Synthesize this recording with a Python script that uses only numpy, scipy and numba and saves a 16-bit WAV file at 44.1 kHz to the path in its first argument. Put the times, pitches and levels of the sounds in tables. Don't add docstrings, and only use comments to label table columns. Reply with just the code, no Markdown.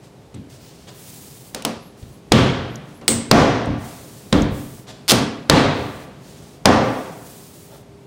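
import sys
import numpy as np
from scipy import signal
from scipy.fft import rfft, irfft, next_fast_len
from scipy.io import wavfile
from scipy.ndimage import map_coordinates
from numba import njit

SR = 44100
rng = np.random.default_rng(int(sys.argv[2]) if len(sys.argv) > 2 else 0)


def store_pcm(level_fs):
    pcm = np.round(np.clip(level_fs, -1, 1) * 32767).astype(np.int16)
    wavfile.write(sys.argv[1], SR, np.atleast_2d(pcm).T)


N = 355490

# (frequency [Hz], relative level [dB])
WOOD = [(20, -59), (30, -33), (45, -18), (70, 3), (130, 7), (190, -3.5), (270, -2), (400, -4.5),
        (750, -10.5), (1400, -13.5), (3500, -18.5), (6000, -26.5), (9000, -35), (16000, -49.5)]


def amp(db):
    return 10 ** (np.asarray(db) / 20)


def unit(x):
    return x / np.sqrt(np.mean(x ** 2) + 1e-20)


def along(points, hz):
    freqs, values = np.transpose(points)
    return np.interp(np.log(hz + 1), np.log(freqs + 1), values)


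def curve(rows):
    return np.interp(np.arange(N) / SR, *np.transpose(rows))


def add(track, s, sound):
    part = track[int(s * SR):][:len(sound)]
    part += sound[:len(part)]


def colour(x, spectrum):
    size = 2 * next_fast_len(len(x))
    gain = amp(along(spectrum, np.fft.rfftfreq(size, 1 / SR)))
    cepstrum = irfft(np.log(gain), size)
    cepstrum[1:size // 2] *= 2
    cepstrum[size // 2 + 1:] = 0
    return irfft(rfft(x, size) * np.exp(rfft(cepstrum)), size)[:len(x)]


def bump(hz, db, width):
    return [(hz / (1 + width), 0), (hz, db), (hz * (1 + width), 0)]


def noise(spectrum, size):
    return unit(colour(rng.standard_normal(size), spectrum))


def pulse(spectrum, size):
    x = colour(signal.unit_impulse(size), spectrum)
    return x / np.linalg.norm(x)


def fade(t, t60):
    return np.exp(-np.log(1000) * t / t60)


def ring(modes, t):
    scatter_db = rng.normal(0, 2, len(modes))
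    return sum(amp(db + shift) * fade(t, t60) * np.sin(2 * np.pi * hz * t)
               for (hz, db, t60), shift in zip(modes, scatter_db))


def echo(x, stretch=1, build_s=0.00022, build_cycles=0.37):
    # (frequency [Hz], unstretched t60 [s])
    room = [(60, .6), (200, .62), (600, .65), (1700, .68), (2700, .64), (5000, .55), (8000, .42),
            (11000, .3), (15000, .25)]
    hz, t, bands = signal.stft(rng.standard_normal(SR + SR // 2), SR, nperseg=256)
    build = build_s + build_cycles / np.maximum(hz, hz[1] / 2)[:, None]
    decay = fade(t, stretch * along(room, hz)[:, None])
    tail = signal.istft(bands * decay * (1 - np.exp(-t / build)), SR, nperseg=256)[1]
    return signal.fftconvolve(x, tail / np.linalg.norm(tail))


def ventilation(hum_hz=403, drift_hz=2):
    # (frequency [Hz], relative level [dB])
    air = [(20, -42), (35, -20), (50, -2), (80, -1.5), (130, 6), (220, 0), (420, -5), (700, -9.5),
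           (1500, -21), (4000, -25.5), (9000, -31), (16000, -42)]
    # (time [s], level [dB])
    rumble = [(0, -45), (6.4, -42.5), (8.06, -45)]
    # (time [s], level [dB])
    hum = [(0, -55), (7.3, -52), (7.8, -49.5), (8.06, -45.5)]
    drift = drift_hz * noise([(2, 24.5), (15, -45.0), (60, -120)], N)
    motor = np.sin(2 * np.pi * np.cumsum(hum_hz + drift) / SR)
    return amp(curve(rumble)) * noise(air, N) + amp(curve(hum)) * motor


def hand_slides(sag_db_per_s=15.5, release_s=0.074, grain_db=0.9, grain_hz=60):
    # (start [s], length [s], level [dB], rise [s], brightness [dB])
    strokes = [(0.013, 0.098, -45.5, 0.041, -11), (.492, 0.13, -44, 0.011, -7.5),
               (0.575, 0.34, -44.5, 0.049, -9.5), (0.855, 0.72, -41.5, 0.25, 2.5),
               (1.965, 0.26, -52, .015, -2), (2.84, 0.19, -53.5, .05, -5.5),
               (3.768, 0.72, -41, 0.099, -0.5), (4.488, .38, -44.5, 0.07, 4), (5.712, 0.4, -47, 0.091, -1),
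               (6.192, 0.43, -45, 0.088, -6.5), (6.7, 0.53, -43.5, 0.26, -2.5),
               (7.094, 0.75, -44.5, 0.2, 3.5)]
    # (frequency [Hz], relative level [dB])
    friction = [(200, -7.5), (1200, -8.5), (3500, -1.5), (6000, -0.5), (8700, 0.5), (12000, -5),
                (15000, -3.5), (16500, 0.5)]
    out = np.zeros(N)
    for s, length, db, rise, bright_db in strokes:
        t = np.arange(int(length * SR)) / SR
        gate = np.minimum(t / rise, 1) * np.minimum((length - t) / release_s, 1)
        sag_db = sag_db_per_s * np.maximum(t - rise, 0)
        hiss = colour(noise(friction, len(t)), [(5000, 0), (13000, bright_db)])
        add(out, s, gate * amp(db - sag_db) * hiss)
    roughness = rng.standard_normal(N // 100)
    grain = map_coordinates(roughness, [np.arange(N) * grain_hz / SR], mode="mirror")
    return out * amp(grain_db * grain)


def swell(t, peak_s):
    return (t / peak_s) ** 2 * np.exp(2 * (1 - t / peak_s))


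def knocks(modes_db=-42, rattle_db=5, rattle_t60=0.033, crack_db=18, crack_grows=1.19,
           thump_db=-11, thump_grows=1.7, thump_hz=120, lead_s=0.0045, lead_db=-23):
    # (time [s], level [dB], bass [dB], mid [dB], treble [dB], hollow pitch [Hz], crack
    # pitch [Hz])
    blows = [(.342, -34.5, 2.5, -24, -14, 240, 3800), (1.545, -37, -3, 1, -7, 540, 3000),
             (1.6489, -27.5, -7.5, 2.5, -6.5, 1100, 2700), (2.026, -52, 20.5, -24, -2.5, 70.3, 3800),
             (2.3194, -9, 1.5, -1.5, -3, 136, 3300), (3.012, -43.5, -4.5, 4, -7, 550, 3000),
             (3.086, -18.5, -5, -7.5, -13.5, 263, 3800), (3.3122, -7.5, -0.5, 2.5, -4, 710, 5800),
             (3.67, -23, 5, -18, -47, 113, 3800), (4.3259, -12.5, 7, -4, -10, 135, 3500),
             (5.118, -14, -8, -3.5, -8, 225, 3300), (5.497, -8.5, -0.5, 2, -2, 129, 4000),
             (6.6553, -9.5, -6.5, 5.5, -5, 730, 5600)]
    # (frequency [Hz], relative level [dB], t60 [s])
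    panel = [(55, -20.5, 0.33), (99, 11.5, 0.14), (122.5, 6, 0.21), (230.8, 1.5, 0.25), (265.5, -3.5, 0.3),
             (298.1, 4, 0.18), (416, -37.5, 0.078), (532.1, -3.5, 0.19), (700, -4, 0.052), (1170, -8, 0.12),
             (1970, -18, .09), (2340, -64, 0.089), (3260, -12, 0.14), (4220, -16, 0.075)]
    # (frequency [Hz], relative level [dB])
    crack_spectrum = [(100, 13.5), (600, 17), (2000, -1.5), (3800, 8), (6500, 2), (9000, -5.5),
                      (16000, -30)]
    out, t = np.zeros(N), np.arange(SR // 2) / SR
    for s, db, bass_db, mid_db, treble_db, hollow_hz, crack_hz in blows:
        tone = [(55, bass_db - 4), (130, bass_db / 2), (280, 0.28), (750, mid_db), (3000, treble_db)]
        spot = bump(hollow_hz, db=3, width=0.23) + bump(crack_hz, db=3.5, width=0.28)
        boom = colour(pulse(WOOD, len(t)) + amp(modes_db) * ring(panel, t), tone)
        boom *= amp(db) * np.sqrt(SR / 10)
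        rattle = amp(db + rattle_db) * colour(noise(WOOD, len(t)) * fade(t, rattle_t60), tone)
        bite = amp(crack_db + crack_grows * (db + treble_db))
        crack = bite * noise(crack_spectrum, len(t)) * swell(t, peak_s=0.0022)
        flex = amp(db + thump_db + thump_grows * bass_db)
        thump = flex * np.sin(2 * np.pi * min(thump_hz, hollow_hz) * t) * swell(t, peak_s=0.0077)
        stretch = 0.65 + 2.374 * amp(db)
        add(out, s, colour(rattle + crack, spot) + thump)
        add(out, s, echo(colour(boom, spot), stretch))
        add(out, s - lead_s, amp(lead_db) * rattle)
    return out


def slat_ticks(t60=0.012, skirt_db=-22):
    # (time [s], level [dB], pitch [Hz])
    ticks = [(0.347, -37, 8300), (2.757, -26, 6300), (3.658, -34.5, 8400), (4.421, -21, 6570)]
    out, t = np.zeros(N), np.arange(SR // 10) / SR
    for s, db, hz in ticks:
        band = [(hz / 10, 2 * skirt_db), (hz * 0.73, skirt_db), (hz, 0),
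                (hz * 1.24, skirt_db), (hz * 2, 1.46 * skirt_db)]
        add(out, s, amp(db) * noise(band, len(t)) * fade(t, t60))
    return out


def squeaks(bend=0.14, width_hz=520):
    # (start [s], length [s], level [dB], top pitch [Hz])
    rubs = [(.6, .12, -56, 15900), (.73, 0.18, -72, 14600), (1.79, 0.14, -57.5, 11500),
            (2.11, .07, -61, 11000), (2.682, .12, -61.5, 11800), (2.93, 0.083, -58.5, 11100)]
    out = np.zeros(N)
    for s, length, db, top_hz in rubs:
        speed = np.sin(np.linspace(0, np.pi, int(length * SR)))
        hz = top_hz * (1 - bend * (1 - speed))
        carrier = np.sin(2 * np.pi * np.cumsum(hz) / SR)
        flutter = noise([(width_hz, 0), (3 * width_hz, -26)], len(speed))
        add(out, s, amp(db) * speed * unit(carrier * flutter))
    return out


def edge_scuffs(wet_db=-2):
    # (start [s], level [dB], length [s], treble [dB])
    scuffs = [(.866, -42, 0.043, 2), (1.528, -37.5, 0.09, -7), (4.865, -40.5, 0.059, 1.5),
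              (7.68, -46, 0.11, -8)]
    # (frequency [Hz], relative level [dB])
    scrape = [(100, -21), (550, 11), (1300, 2), (2700, -3), (3400, 4), (4200, -1), (7000, -3.5),
              (16000, -27)]
    out = np.zeros(N)
    for s, db, length, treble_db in scuffs:
        size = int(length * SR)
        stroke = np.sqrt(np.hanning(size))
        rub = amp(db) * colour(noise(scrape, size), [(700, 0.015), (3000, treble_db)]) * stroke
        add(out, s, rub)
        add(out, s, amp(wet_db) * echo(rub))
    return out


def snap(ring_db, wet_db, direct_db=-1, spring_db=-14.5, chatter_db=-24):
    # (frequency [Hz], relative level [dB])
    click_spectrum = [(100, -22), (600, -6), (1200, -5), (1700, -9), (2600, 0), (5000, 1), (7200, -5),
                      (9500, -5), (12000, -13), (15000, -12), (18000, -30)]
    # (frequency [Hz], relative level [dB], t60 [s])
    spring_modes = [(2170, -14.5, 0.02), (7850, -3, .008), (8250, 3, .009), (8600, 0, .007),
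                    (14600, 2, .002)]
    t = np.arange(SR // 5) / SR
    click = fade(t, t60=0.016)
    chatter = amp(chatter_db) * fade(t, t60=0.0279)
    spring = amp(ring_db + spring_db) * ring(spring_modes, t)
    out = amp(wet_db) * (echo(pulse(click_spectrum, len(t))) + echo(spring, stretch=0.97))
    direct = noise(click_spectrum, len(t)) * (click + chatter) + spring
    add(out, 0, amp(direct_db) * direct)
    return out


def clip_snaps():
    # (time [s], level [dB], relative spring ring [dB])
    catches = [(1.547, -15, -37), (1.623, -27, -30), (1.650, -8, -37), (3.080, 0.5, 3.5)]
    out = np.zeros(N)
    for s, db, ring_db in catches:
        add(out, s, amp(db) * snap(ring_db, wet_db=5))
    return out


def clip_ratchet(start_s=5.080, length_s=0.0365, teeth=8, jitter_s=0.00077,
                 full_db=-1.5, rise_db=12, build_s=0.012, body_db=10):
    out = np.zeros(N)
    nudge = colour(pulse(WOOD, SR // 5), [(60, -11.5), (250, -2), (1100, 5), (4000, -5.5)])
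    for elapsed in np.linspace(0, length_s, teeth):
        s = start_s + elapsed + rng.normal(0, jitter_s)
        db = full_db - rise_db * np.exp(-elapsed / build_s)
        add(out, s, amp(db) * snap(ring_db=-25, wet_db=8))
        add(out, s, amp(db + body_db) * echo(nudge))
    return out


def scene():
    hits = knocks() + clip_snaps() + clip_ratchet() + slat_ticks()
    rubbing = edge_scuffs() + hand_slides() + squeaks()
    return (hits + rubbing + ventilation())[None]


@njit
def follow(level, attack, release):
    out, held = np.empty_like(level), 0.
    for i in range(len(level)):
        held += (level[i] - held) * (attack if level[i] > held else release)
        out[i] = held
    return out


def record(dry, limit_db=-4, attack_s=0.0015, release_s=0.043, low_cut_hz=36, top_hz=15900):
    level = follow(np.abs(dry[0]), 1 / (attack_s * SR), 1 / (release_s * SR))
    limited = dry / np.maximum(1, level / amp(limit_db))
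    clipped = limited / (1 + np.abs(limited / 1.05) ** 6) ** (1 / 6)
    size = next_fast_len(N + SR // 10)
    hz = np.fft.rfftfreq(size, 1 / SR)
    low_cut = hz ** 4 / (hz ** 4 + low_cut_hz ** 4)
    high_cut = np.clip((top_hz - hz) / 300 + .5, 0, 1)
    return irfft(rfft(clipped, size) * low_cut * high_cut, size)[:, :N]


dry = scene()
out = record(dry)
store_pcm(out)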